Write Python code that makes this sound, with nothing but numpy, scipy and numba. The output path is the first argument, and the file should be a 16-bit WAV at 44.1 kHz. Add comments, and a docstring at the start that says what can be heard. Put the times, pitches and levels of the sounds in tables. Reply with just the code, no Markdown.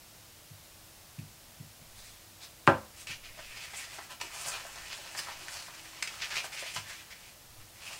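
"""Paper craft at a table

In a small quiet room a glue stick is dabbed on folded paper, then stood on the table with a sharp knock.
The knock rings the table modes and a burst of coloured noise. Hands slide, lift and fit paper shapes:
strokes, crinkles, snaps and hollow taps are fibre clicks filtered as scrape, flex and edge hiss, plus
resonances of the sheet. Behind them lie soft air rumbles, hiss and faint tones."""
import sys
import numpy as np
from scipy import signal
from scipy.fft import rfft, irfft
from scipy.io import wavfile
from scipy.ndimage import uniform_filter1d
from numba import njit

SR = 44100
rng = np.random.default_rng(int(sys.argv[2]) if len(sys.argv) > 2 else 0)


def dump(signal):
    """Clip the signal to [-1, 1] and save it as 16-bit WAV at the path in sys.argv[1]."""
    limited = np.clip(np.atleast_2d(signal).T, -1, 1)
    pcm = np.round(limited * 32767).astype(np.int16)
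    wavfile.write(sys.argv[1], SR, pcm)


N = 352359
TIME = np.arange(N) / SR

# Room tone and microphone hiss. Each row: frequency in Hz, relative density in dB.
HISS_SPECTRUM = [(15, -16), (28, 1.5), (62, -1.5), (97, 2.5), (180, -5), (330, -11), (440, -10), (600, -6),
                 (1000, -9.5), (1600, -11), (3200, -10.5), (5000, -10.5), (8500, -12.5), (15500, -15)]
# Faint tones in the room. Each row: frequency in Hz, middle level in dB.
ROOM_TONES = [(323, -76), (5329, -79), (6347, -83)]
# Air pushed by moving arms. Each row: centre in seconds, level in dB, half length in seconds.
WAFTS = [(2.0, -55, 0.16), (3.333, -55, 0.22), (4.76, -60.5, 0.18), (5.42, -60, 0.082), (7.575, -53, 0.086)]
# Spectrum of that air. Each row: frequency in Hz, relative density in dB.
AIR_SPECTRUM = [(15, -6), (28, -26), (45, -6.5), (70, -35.5), (105, -15), (170, -48.5), (400, -52.5)]
# Modes of the table top. 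Each row: frequency in Hz, relative level in dB, t60 in seconds.
TABLE_MODES = [(75.4, -9, 0.77), (101.2, 1, 0.33), (135.4, 0, 0.15), (149.8, 1, 0.22), (165, -4, 0.17),
               (185, -9, .22), (213, -10, 0.42), (270, -21, 0.15), (262, 0.5, 0.22), (330, -1.5, 0.23),
               (382, -2, 0.22), (518, -6, 0.3), (553, -3, 0.26), (586, -1, 0.15), (658, -2.5, 0.19),
               (737, -2, 0.053), (800, -5, 0.22), (837, -3.5, 0.19), (934, -11.5, 0.28), (1014, -9, 0.32),
               (1021, -9, 0.27), (1156, -15, 0.32), (1231, -7, .15), (1254, 6, 0.068), (1366, -7, 0.29),
               (1535, -18, 0.21), (1530, -13.5, 0.29), (1590, -2, 0.2), (1726, -9, 0.15),
               (1930, -11.5, 0.18)]
# Blows on the table: glue dabs, the stick set down, fingers.
# Each row: start in seconds, relative level in dB, spectral centre in Hz, reach in octaves.
TABLE_BLOWS = [(0.505, -45.5, 111, 0.57), (1.182, -37.5, 143, 0.65), (1.598, -42, 148, .58),
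               (1.81, -52, 177, 0.32), (2.6761, -22, 850, 2.2), (3.093, -50.5, 143, 0.8),
               (4.233, -51.5, 380, 0.39), (4.986, -51.5, 620, 0.53), (5.416, -54, 370, 0.17),
               (6.773, -45, 108, 0.68), (7.573, -51.5, 90, 0.37)]
# The stick's hard base rocks flat. Each row: centre in seconds, peak in dB, pitch in Hz.
BASE_CLACKS = [(2.676, -2, 1330), (2.6767, -11.5, 2420), (2.6769, -7, 1090), (2.6836, -9, 884)]
# Dense ringing of stick and table. Each row: frequency in Hz, relative density in dB.
RATTLE_SPECTRUM = [(60, -49), (200, -32), (290, 4), (440, -8), (560, 9), (1550, 2), (2050, -8.5),
                   (2650, -8), (3600, -20), (5000, -22), (8000, -34), (15000, -49)]
# Surface scraping. Each row: frequency in Hz, relative density in dB.
SCRAPE_SPECTRUM = [(700, -14.5), (1400, -2), (2200, 6), (2750, 3), (3600, -1.5), (5000, 0), (6500, -8),
                   (10000, -15.5), (15000, -61.5)]
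# Sheet flexing. Each row: frequency in Hz, relative density in dB.
FLEX_SPECTRUM = [(150, -7), (330, -21), (450, -7), (520, -2.5), (850, 3.5), (1500, 3.5), (2100, 4.5),
                 (3500, -30)]
# Edge hissing. Each row: frequency in Hz, relative density in dB.
EDGE_SPECTRUM = [(3500, -34.5), (5500, 4), (7500, 13), (9500, 10), (11500, -3), (15500, -5.5)]
# Resonances of stiff folded paper. Each row: frequency in Hz, width in Hz, relative level in dB.
SHEET_MODES = [(880, 24, -19), (974, 35, -28), (4860, 314, -23)]
# Strokes of hand or paper over paper. Each row: time of greatest speed in seconds, relative level in dB,
# attack in seconds, release in seconds, relative flex in dB, relative edge hiss in dB,
# bent-sheet resonance at greatest speed in Hz.
STROKES = [(2.0, -52, 0.05, 0.18, -14, -4, 3800), (2.438, -44.5, 0.027, 0.027, -10, -9.5, 3830),
           (3.025, -49, 0.063, 0.011, -18, -1, 2900), (3.106, -37, .025, 0.034, -11, -8, 2540),
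           (3.248, -46.5, 0.018, 0.045, -10, -10, 2520), (3.43, -47.5, 0.08, 0.18, -22, -7.5, 2580),
           (3.602, -43.5, .07, 0.1, -9, -7.5, 2250), (3.795, -41.5, 0.078, 0.069, -17, -4.5, 2270),
           (3.935, -48, 0.077, 0.13, -1, -4, 2080), (4.115, -45.5, 0.021, 0.028, 0.5, -6.5, 2620),
           (4.4, -45.5, 0.082, 0.12, -2, -0.5, 2320), (4.482, -35, 0.033, 0.033, -4.5, -5, 4740),
           (4.534, -36.5, 0.02, 0.044, -2.5, -7, 2480), (4.927, -38, 0.021, 0.013, -22, -14, 3180),
           (5.193, -32.5, .022, 0.013, -7, -4.5, 4900), (5.29, -48, 0.022, 0.036, 3, -16, 2300),
           (5.54, -41, 0.04, 0.1, -8, -7, 4380), (6.227, -32.5, 0.019, 0.029, -27, -9, 2480),
           (6.324, -36.5, 0.027, 0.033, -8.5, -11, 1700), (6.378, -34, 0.032, 0.035, -9, -5.5, 2400),
           (6.44, -38.5, 0.0096, 0.026, -13, -3.5, 2330), (6.527, -40.5, 0.0082, .03, -7, -7.5, 2240),
           (6.596, -38, 0.049, 0.066, -19, -7.5, 2510), (6.694, -39, 0.042, 0.029, -28, -8, 2600),
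           (6.773, -40.5, 0.044, 0.025, -19, -5, 2800), (6.884, -45, 0.036, 0.048, -10, -7, 1870),
           (6.975, -46.5, .06, 0.051, -16, -8, 2340), (7.119, -47.5, 0.021, 0.025, -19, -10, 2170),
           (7.265, -54.5, 0.064, 0.049, -15, -6, 2320), (7.61, -55.5, .015, 0.021, -2, -18, 2300),
           (7.915, -44, 0.12, 0.1, -6, -4.5, 2560)]
# Fingers rubbing the held sheets. Each row: time in seconds, relative level in dB.
GRIP_LEVELS = [(4.2, -44.5), (4.3, -49.5), (4.6, -46.5), (4.7, -48.5), (4.82, -46.5), (5.4, -46.5),
               (5.78, -50.5), (6.06, -51.5), (6.13, -46), (6.5, -53.5), (6.85, -54), (7.4, -67)]
# Snaps of a crease or catching edge. Each row: peak in seconds, relative level in dB, fall in ms, ring in Hz.
SNAPS = [(1.188, -46, 3.6, 2300), (2.6695, -31, 7, 2630), (3.07, -36, 9.1, 2670), (3.573, -40, 3.7, 2150),
         (4.2035, -42, 2.5, 1230), (4.2127, -30, 3.4, 2780), (5.1895, -32, 4.6, 2630),
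         (6.0249, -28.5, 4, 2120), (6.0272, -23.5, 1.6, 2340), (6.074, -32, 8.4, 2560),
         (6.304, -41, 7.1, 1510), (6.762, -34.5, 13, 3000)]
# Hollow taps of a sheet on table or sheet. Each row: peak in seconds, relative level in dB, ring in Hz.
TAPS = [(3.377, -49.5, 625), (3.392, -42, 586), (3.736, -40, 800), (3.987, -36.5, 870), (4.214, -37, 910),
        (4.653, -43.5, 654), (5.151, -38.5, 860), (5.272, -39.5, 1170), (5.286, -41, 960),
        (5.315, -48, 870), (5.684, -43.5, 810), (6.158, -44.5, 1650), (6.445, -35.5, 660),
        (6.625, -36.5, 593), (6.661, -48, 600), (6.764, -32.5, 1000)]

SNAP_RISE_MS, SNAP_SHARES_DB = 0.3, (-3, -22, -8.5)  # scrape, flex, edge
TAP_RISE_MS, TAP_FALL_MS, TAP_SHARES_DB = 2.4, 9, (-12, -2)  # scrape, flex
GRIP_FLEX_DB, GRIP_EDGE_DB, GRIP_HZ = -4, -6.5, 2620
GRIP_BEND_OCTAVES, GRIP_BEND_RATE_HZ = 0.2, 8  # rms wander of the held sheet's resonance
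STROKE_BEND_SAG = 0.23  # share by which the resonance sinks as a stroke slows to rest
CRINKLES_PER_S, CRINKLE_OVER_GRIP_DB, CRINKLE_SCATTER_DB = 24, 3.5, 4
CRINKLE_FALL_MS, CRINKLE_LOW_HZ, CRINKLE_HIGH_HZ = 4.1, 910, 4600


def undb(db):
    """Decibels to gain."""
    return 10 ** (np.asarray(db) / 20)


def unit(x):
    """Scale to rms 1."""
    return x / np.sqrt(np.mean(x ** 2))


def convolve(x, response):
    """Pass x through an impulse response, keeping its length."""
    return signal.oaconvolve(x, response)[:len(x)]


def add(out, start_s, sound):
    """Mix a sound into out from start_s on."""
    start = int(round(start_s * SR))
    out[start:start + len(sound)] += sound[:max(N - start, 0)]


def colour(x, points, size=4096):
    """Minimum-phase filter through (Hz, dB) points; the result has rms 1."""
    hz, db = np.transpose(points)
    bins_hz = np.arange(size // 2 + 1) * SR / size
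    log_gain = np.log(undb(np.interp(np.log(bins_hz + 1), np.log(hz), db)))
    # folding the cepstrum makes the filter causal
    cepstrum = irfft(log_gain)[:size // 2]
    cepstrum[1:] *= 2
    return unit(convolve(x, irfft(np.exp(rfft(cepstrum, size)))))


def walk(rate_hz):
    """Random levels joined by ramps, rate_hz of them a second, scaled to rms 1."""
    hold = max(int(SR / rate_hz), 1)
    steps = np.repeat(rng.standard_normal(N // hold + 1), hold)
    return unit(uniform_filter1d(steps, hold)[:N])


def fade(t, t60_s):
    """Exponential decay, 60 dB down after t60_s."""
    return np.exp(-np.log(1000) * t / t60_s)


@njit
def resonance(x, hz, q):
    """State-variable band-pass with a movable centre; white noise keeps its rms."""
    y, band, low = np.empty(len(x)), 0., 0.
    for i in range(len(x)):
        g = np.tan(np.pi * hz[i] / SR)
        v = (band + g * (x[i] - low)) / (1 + g * (g + 1 / q))
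        band = 2 * v - band
        low = low + 2 * g * v
        y[i] = v / np.sqrt(g * q)
    return y


def room_tone(hiss_db=-54, waver_db=3.5, waver_rate_hz=8.2):
    """Steady coloured hiss with a few faint sines of wavering level."""
    tones = np.zeros(N)
    for hz, db in ROOM_TONES:
        level = undb(db + waver_db * walk(waver_rate_hz))
        tones += level * np.sqrt(2) * np.sin(2 * np.pi * hz * TIME)
    return undb(hiss_db) * colour(rng.standard_normal(N), HISS_SPECTRUM) + tones


def wafts():
    """An arm sweeping by pushes air: noise with most weight in the bass under a Gaussian swell."""
    level = sum(undb(db) * np.exp(-((TIME - s) / half_s) ** 2) for s, db, half_s in WAFTS)
    return level * colour(rng.standard_normal(N), AIR_SPECTRUM)


def room(x, t60_s=0.23, wet_db=-3, gap_s=0.0029):
    """Direct sound plus the short diffuse noise tail of a furnished room."""
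    t = TIME[:SR // 2]
    tail = rng.standard_normal(len(t)) * fade(t, t60_s) * (t > gap_s)
    wet = undb(wet_db)
    return (x + wet * convolve(x, tail / np.linalg.norm(tail))) / np.hypot(1, wet)


def low_cut(x, hz=74):
    """A high-pass keeps the blows on the table and the stick's ringing clear of deep rumble."""
    return signal.sosfilt(signal.butter(4, hz, "high", fs=SR, output="sos"), x)


def drag(s=1.5, half_s=0.029, db=-64, hz=232, q=11.0):
    """Tacky glue drags on the paper with a faint low groan: resonant noise."""
    groan = resonance(rng.standard_normal(N), np.full(N, float(hz)), q)
    return undb(db) * np.exp(-((TIME - s) / half_s) ** 2) * groan


def table(split=0.02, twin_db=-5):
    """Every blow rings the same modes: a soft pad reaches only the low ones, hard plastic nearly all."""
    out, t = np.zeros(N), TIME[:SR // 2]
    mode_hz, mode_db, t60_s = np.transpose(TABLE_MODES)[:, :, None]
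    # higher up the modes crowd, so each beats with a close neighbour
    twin_hz = mode_hz * (1 + split * rng.standard_normal(mode_hz.shape))
    twin_gain = undb(twin_db) * np.minimum(mode_hz / 700, 1)
    sign, twin_sign = rng.choice([-1, 1], (2,) + mode_hz.shape)
    modes = sign * np.sin(2 * np.pi * mode_hz * t)
    modes = modes + twin_gain * twin_sign * np.sin(2 * np.pi * twin_hz * t)
    modes *= undb(mode_db) * fade(t, t60_s)
    for s, db, centre_hz, octaves in TABLE_BLOWS:
        reach = np.exp(-0.5 * (np.log2(mode_hz / centre_hz) / octaves) ** 2)
        onset = 1 - np.exp(-t * centre_hz)
        add(out, s, undb(db) * (reach * modes).sum(axis=0) * onset)
    return out


def stick(rattle_db=-20, rattle_t60_s=0.22, tail_db=-47, tail_t60_s=0.79):
    """The plastic base clacks as short wavelets; dense ringing, as coloured noise, dies in two slopes."""
    out, t = np.zeros(N), TIME[:SR // 2]
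    for s, db, hz in BASE_CLACKS:
        u = (np.pi * hz * (TIME - s)) ** 2
        out += undb(db) * (1 - 2 * u) * np.exp(-np.minimum(u, 50))
    dying = undb(rattle_db) * fade(t, rattle_t60_s) + undb(tail_db) * fade(t, tail_t60_s)
    add(out, BASE_CLACKS[0][0], colour(rng.standard_normal(len(t)), RATTLE_SPECTRUM) * dying)
    return out


def fibres(rate_hz=3000, spread_db=3.0, smooth=0.56):
    """Paper fibres catch and let go: random clicks of unequal size over a smooth hiss."""
    size = undb(spread_db * np.minimum(rng.exponential(size=N), 4.5))
    sign = rng.choice([-1, 1], N)
    clicks = size * sign * (rng.random(N) < rate_hz / SR)
    return unit(unit(clicks) + smooth * rng.standard_normal(N))


def sheet(x, ring_db=-3):
    """The folded sheet lifts its own resonances out of the friction."""
    rings = np.zeros(len(x))
    for hz, width_hz, db in SHEET_MODES:
        rings += undb(db) * signal.lfilter(*signal.iirpeak(hz, hz / width_hz, fs=SR), x)
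    return x + undb(ring_db) * rings


def friction(gains, fibre_clicks):
    """One stream of fibre clicks, heard as scrape, flex and edge hiss, each with its own gain in time."""
    clicks = sheet(fibre_clicks)
    spectra = (SCRAPE_SPECTRUM, FLEX_SPECTRUM, EDGE_SPECTRUM)
    return sum(gain * colour(clicks, points) for gain, points in zip(gains, spectra))


def swell(t, attack_s, release_s):
    """A hand speeds up and slows down again; 1 at t = 0."""
    return np.exp(-np.minimum((t / np.where(t < 0, attack_s, release_s)) ** 2, 50))


def grip(t):
    """How hard the fingers rub the held sheets at time t, as a gain."""
    s, db = np.transpose(GRIP_LEVELS)
    return undb(np.interp(t, s, db)) * (t > s[0]) * (t < s[-1])


def crinkles():
    """Tiny random snaps of the held sheets, louder under a firmer grip, as rows like SNAPS."""
    start_s, end_s = GRIP_LEVELS[0][0], GRIP_LEVELS[-1][0]
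    count = int(CRINKLES_PER_S * (end_s - start_s))
    when, size, pitch = rng.random((3, count))
    s = start_s + when * (end_s - start_s)
    db = np.interp(s, *np.transpose(GRIP_LEVELS)) + CRINKLE_OVER_GRIP_DB
    db += CRINKLE_SCATTER_DB * (2 * size - 1)
    hz = CRINKLE_LOW_HZ * (CRINKLE_HIGH_HZ / CRINKLE_LOW_HZ) ** pitch
    return list(zip(s, db, np.full(count, CRINKLE_FALL_MS), hz))


def flicks(ring_db=-3, ring_q=6.5, lead_s=0.02):
    """An edge catches and lets go, ringing its patch of paper: a snap is mostly scrape, a tap mostly flex."""
    gains, rings = np.zeros((3, N)), np.zeros(N)
    ms = (TIME[:SR // 5] - lead_s) * 1000
    clicks = fibres(rate_hz=6100, spread_db=3.0, smooth=0.29)
    noise = rng.standard_normal(N)
    events = [(s, db, SNAP_RISE_MS, fall_ms, hz, SNAP_SHARES_DB)
              for s, db, fall_ms, hz in SNAPS + crinkles()]
    events += [(s, db, TAP_RISE_MS, TAP_FALL_MS, hz, TAP_SHARES_DB) for s, db, hz in TAPS]
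    for s, db, rise_ms, fall_ms, hz, shares_db in events:
        rise = (np.minimum(ms, 0) / rise_ms) ** 2
        fall = np.maximum(ms, 0) / fall_ms
        shape = undb(db) * np.exp(-rise - fall)
        for gain, share_db in zip(gains, shares_db):
            add(gain, s - lead_s, undb(share_db) * shape)
        burst = shape * noise[int(s * SR):][:len(ms)]
        ring = resonance(burst, np.full(len(ms), float(hz)), ring_q)
        add(rings, s - lead_s, undb(ring_db) * ring)
    return friction(gains, clicks) + rings


def friction_shares(flex_db, edge_db):
    """Gains of scrape, flex and edge hiss in sliding, as a column."""
    return undb([-4.5, flex_db - 3, edge_db - 2])[:, None]


def sliding(bend_db=-9.0, bend_q=5.1, uneven_db=0.32, shift_db=2.0, uneven_rate_hz=50):
    """Strokes and gripping fingers glide unevenly; each stroke rings the bent sheet, higher as it speeds up."""
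    clicks = fibres()
    held = grip(TIME)
    power = (friction_shares(GRIP_FLEX_DB, GRIP_EDGE_DB) * held) ** 2
    held_hz = GRIP_HZ * 2 ** (GRIP_BEND_OCTAVES * walk(GRIP_BEND_RATE_HZ))
    bend = held * resonance(fibres(), held_hz, bend_q)
    for s, db, attack_s, release_s, flex_db, edge_db, hz in STROKES:
        near = slice(*np.searchsorted(TIME, [s - 3 * attack_s, s + 3 * release_s]))
        speed = swell(TIME[near] - s, attack_s, release_s)
        level = undb(db) * speed
        power[:, near] += (friction_shares(flex_db, edge_db) * level) ** 2
        bent_hz = hz * (1 - STROKE_BEND_SAG * (1 - speed))
        bend[near] += level * resonance(clicks[near], bent_hz, bend_q)
    # the pressure wavers, and the colour shifts as the point of contact moves
    pressure_db = uneven_db * walk(uneven_rate_hz)
    contact_db = shift_db * np.array([walk(uneven_rate_hz) for _ in range(4)])
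    waver = undb(pressure_db + contact_db)
    return friction(np.sqrt(power) * waver[:3], clicks) + undb(bend_db) * waver[3] * bend


def scene():
    """Everything reaches one microphone, the same in both channels."""
    background = room_tone() + wafts()
    glue_and_table = drag() + low_cut(table() + stick())
    paper = room(sliding() + flicks())
    mono = background + glue_and_table + paper
    return np.array([mono, mono])


def record(dry, top_hz=15750):
    """The recorder cuts the top with a steep low-pass."""
    return signal.sosfilt(signal.ellip(12, 0.1, 70, top_hz, fs=SR, output="sos"), dry)


dry = scene()
out = record(dry)
dump(out)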